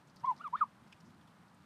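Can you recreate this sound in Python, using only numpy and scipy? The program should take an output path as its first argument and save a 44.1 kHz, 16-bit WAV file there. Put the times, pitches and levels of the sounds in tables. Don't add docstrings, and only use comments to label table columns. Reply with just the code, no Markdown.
import sys
import numpy as np
from scipy import signal
from scipy.fft import rfft, irfft, next_fast_len
from scipy.io import wavfile
from scipy.ndimage import map_coordinates

SR = 44100
rng = np.random.default_rng(int(sys.argv[2]) if len(sys.argv) > 2 else 0)


def dump(signal):
    limited = np.clip(np.atleast_2d(signal).T, -1, 1)
    pcm = np.round(limited * 32767).astype(np.int16)
    wavfile.write(sys.argv[1], SR, pcm)


N = 72765

# (frequency [Hz], level [dB])
RUMBLE_COLOUR = [(25, -51.5), (40, -40.5), (55, -18), (80, -9), (120, -5), (165, -0.5), (215, -1),
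                 (270, -8), (350, -13.5), (480, -24), (700, -54)]
AIR_COLOUR = [(200, -30.5), (420, -3.5), (650, -0.5), (950, 2.5), (1400, 0), (2100, -8.5), (3000, -14.5),
              (4200, -16.5), (7000, -22.5), (9000, -21), (11000, -27), (14500, -32.5)]
SHUFFLE_COLOUR = [(1000, -14), (3000, 9), (5500, 0), (9000, -9), (15000, -10.5)]
SNAP_COLOUR = [(1500, -27), (3500, -0.5), (6500, 1.5), (9000, -4.5), (14000, -7)]
# (time [s], level [dB], time to fade by 60 dB [s], centre frequency [Hz])
CRUNCHES = [(.075, -72.5, 0.086, 6900), (.1, -69.5, 0.055, 4840), (.163, -63.5, 0.1, 4630),
            (.199, -66, .06, 5200), (.26, -63.5, .04, 4700), (0.285, -64, 0.013, 4200),
            (0.31, -67.5, .018, 6200), (.365, -67.5, 0.082, 4550), (.378, -67, 0.12, 4530),
            (0.475, -70, 0.032, 4950), (.736, -76.5, 0.02, 4940), (0.879, -70.5, .03, 4740),
            (1.006, -65.5, 0.043, 5560), (1.05, -75, 0.29, 5400), (1.147, -75, 0.013, 3870),
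            (1.214, -68.5, 0.029, 3730), (1.277, -69.5, 0.041, 3160), (1.484, -73.5, .08, 4300),
            (1.545, -74, 0.049, 8200)]
# (time [s], level [dB], pitch [Hz])
FOOTFALLS = [(0.159, -47.5, 147), (0.229, -45, 159.4), (0.536, -54.5, 105), (.585, -56.5, 94.8),
             (0.732, -54, 181), (.823, -51.5, 154), (0.946, -51, 111), (1.153, -49.5, 158)]
# (time [s], level [dB])
SNAPS = [(0.162, -61.5), (.479, -60.5), (.881, -74), (1.008, -69), (1.148, -75), (1.215, -79), (1.278, -69)]
# (time [s], pitch [Hz], effort [dB])
CALL_1 = [(0.2315, 897.4, -59.5), (0.2479, 985.5, -28.5), (0.2606, 1131, -32), (0.283, 1032, -25),
          (0.292, 1023, -27), (0.3095, 997, -30.5), (0.3151, 926, -29), (0.3211, 866, -35),
          (0.3327, 843, -37.5), (0.337, 845, -57)]
CALL_2 = [(0.3933, 1094, -54.2), (0.4104, 1176, -38.5), (0.4146, 1363, -39), (0.4336, 1519, -43),
          (0.4433, 1380, -33), (0.4519, 1245, -36.5), (0.4711, 1153, -30), (0.4807, 1016, -44.5),
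          (0.4874, 850, -52)]
CALL_3 = [(0.5262, 928, -51.5), (0.5382, 973, -28.5), (0.5572, 1247, -25), (0.568, 1682, -39.5),
          (0.5877, 1878, -28), (0.6018, 1700, -39.5), (0.6107, 1368, -23), (0.6167, 1259, -19.6),
          (0.6304, 1150, -18), (0.6403, 962, -36), (0.648, 983, -68.5)]
# (path, base level at twice the pitch [dB], base level at three times the
# pitch [dB], extra rasp [dB], throaty start [dB], overtone drift [dB/s])
VOICES = [(CALL_1, -71, -75, -4.5, -48.5, -130), (CALL_2, -65, -73.5, -6, -67, 40),
          (CALL_3, -71, -84.5, -3.5, -65, -29)]
# (pitch [Hz], gain [dB])
THROAT_GAIN = [(800, -15), (900, -3), (1000, 0.0), (1110, -10.5), (1220, -5), (1330, -6.5), (1480, -19),
               (1700, -24), (1950, -31.5)]
# (frequency [Hz], gain [dB])
BEAK_GAIN = [(1700, -9), (2050, 4.5), (2300, -0.5), (2500, -5), (2850, 3.5), (3050, -4.5), (3350, 10),
             (3600, 0.5), (3900, -7), (6000, -15.5)]
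# (frequency [Hz], level [dB])
RASP_COLOUR = [(300, -18.5), (700, -5.5), (1200, 2.5), (1700, -8.5), (2300, 2.5), (3000, -11.5), (3700, -6),
               (5500, -18.5), (9000, -30.5), (15000, -43)]
# (delay [s], level [dB])
ECHOES = [(.011, -29), (0.025, -26.5)]
# (frequency [Hz], width [Hz], level [dB])
PECK_RESONANCES = [(1610, 170, -10), (2580, 193, 5), (3440, 350, -4), (5050, 420, -8), (9000, 670, -21.5)]


def amp(db):
    return 10 ** (np.asarray(db) / 20)


def unit(x):
    return x / np.sqrt(np.mean(x ** 2) + 1e-20)


def clock():
    return np.arange(N) / SR


def along(points, hz):
    f, v = np.transpose(points)
    return np.interp(np.log(hz + 1), np.log(f + 1), v)


def wobble(per_s):
    return map_coordinates(rng.standard_normal(2048), [clock() * per_s], mode="wrap")


def filtered(x, response):
    size = next_fast_len(N + 8192)
    return irfft(rfft(x, size) * response(np.fft.rfftfreq(size, 1 / SR)), size)[:N]


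def noise(colour):
    return unit(filtered(rng.standard_normal(N), lambda f: amp(along(colour, f))))


def resonance(f, hz, width):
    return 1j * f * width / (hz * hz - f * f + 1j * f * width)


def burst(at_s, rise_s, fade_s):
    t = clock() - at_s
    return np.exp(np.minimum(t, 0) / rise_s) * amp(-60 * np.maximum(t, 0) / fade_s)


def grains():
    return rng.standard_normal(N) * amp(3 * wobble(900))


def shore():
    rumble = amp(-63.5 + 1.5 * wobble(11.9)) * noise(RUMBLE_COLOUR)
    air = amp(-67 + 0.7 * wobble(5.5)) * noise(AIR_COLOUR)
    return rumble + air


def grit(sharpness=2.2, hiss_db=-28.5):
    shuffle = unit(filtered(grains(), lambda f: amp(along(SHUFFLE_COLOUR, f))))
    out = amp(-81.5 + 3.5 * wobble(57)) * shuffle
    for at_s, db, fade_s, hz in CRUNCHES:
        scrape = unit(filtered(grains(), lambda f: resonance(f, hz, hz / sharpness) ** 2 + amp(hiss_db)))
        out += amp(db) * burst(at_s, rise_s=0.0023, fade_s=fade_s) * scrape
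    return out


def footfalls(rise_s=0.0035, fade_s=0.057):
    out = np.zeros(N)
    for at_s, db, hz in FOOTFALLS:
        age = np.maximum(clock() - at_s, 0)
        soft_start = 1 - np.exp(-age / rise_s)
        out += amp(db) * burst(at_s, rise_s, fade_s) * soft_start * np.sin(2 * np.pi * hz * age)
    return out


def snaps():
    loudness = sum(amp(db) * burst(at_s, rise_s=0.0005, fade_s=0.0066) for at_s, db in SNAPS)
    return loudness * noise(SNAP_COLOUR)


def goose_call(path, second_db, third_db, rasp_db, start_db, drift_db_per_s):
    usual_effort_db, break_hz, edge_s = -24, 1560, 0.004
    t = clock()
    times, hz, db = np.transpose(path)
    pitch = np.interp(t, times, hz) * (1 + 0.003 * wobble(300))
    effort_db = np.interp(t, times, db) + 0.7 * wobble(300)
    push_db = effort_db - usual_effort_db
    airy = 1 / (1 + (break_hz / pitch) ** 20)
    phase = 2 * np.pi * np.cumsum(pitch) / SR + 0.4 * airy * wobble(900)
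    hoarseness = 0.12 * wobble(900)
    tone = amp(effort_db + along(THROAT_GAIN, pitch)) * np.sin(phase)
    drift_db = drift_db_per_s * (np.clip(t, times[0], times[-1]) - times.mean())
    bright_db = 0.34 * push_db + drift_db
    for multiple, base_db in ((2, second_db), (3, third_db)):
        gain = amp(base_db + bright_db + along(BEAK_GAIN, multiple * pitch) + 2 * wobble(70))
        tone += gain * np.sin(multiple * (phase + hoarseness))
    rasp = amp(-65.5 + rasp_db + 0.25 * push_db + 9.5 * airy) * noise(RASP_COLOUR)
    throaty = unit(filtered(rng.standard_normal(N), lambda f: resonance(f, hz=820, width=250) ** 2))
    start = amp(start_db) * burst(times[0] + 0.0061, rise_s=0.0013, fade_s=0.16) * throaty
    on_off = np.clip(np.minimum(t - times[0], times[-1] - t) / edge_s + 0.5, 0, 1)
    return on_off * (np.sqrt(2) * tone + rasp + start)


def outdoors(x, tail_db=-31, fade_s=0.18):
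    scatter = rng.standard_normal(N) * amp(-60 * clock() / fade_s)
    echoes = filtered(x, lambda f: sum(amp(db) * np.exp(-2j * np.pi * f * s) for s, db in ECHOES))
    tail = signal.fftconvolve(x, scatter / np.linalg.norm(scatter))[:N]
    return x + echoes + amp(tail_db) * tail


def squeak(hz=3610, level_db=-60):
    phase = 2 * np.pi * hz * clock() + 0.4 * wobble(900)
    return amp(level_db) * burst(at_s=0.574, rise_s=0.004, fade_s=0.06) * np.sqrt(2) * np.sin(phase)


def peck(level_db=-52):
    def hollow(f):
        return sum((-1) ** k * amp(db) * resonance(f, hz, width)
                   for k, (hz, width, db) in enumerate(PECK_RESONANCES))
    scrape = unit(filtered(grains(), hollow))
    return amp(level_db) * burst(at_s=0.927, rise_s=0.0025, fade_s=0.039) * scrape


def scene():
    goose = sum(outdoors(goose_call(*voice)) for voice in VOICES)
    return (goose + squeak() + grit() + snaps() + peck() + footfalls() + shore())[None]


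def record(dry):
    top_hz = 14600
    return filtered(dry[0], lambda f: f < top_hz)[None]


dry = scene()
out = record(dry)
dump(out)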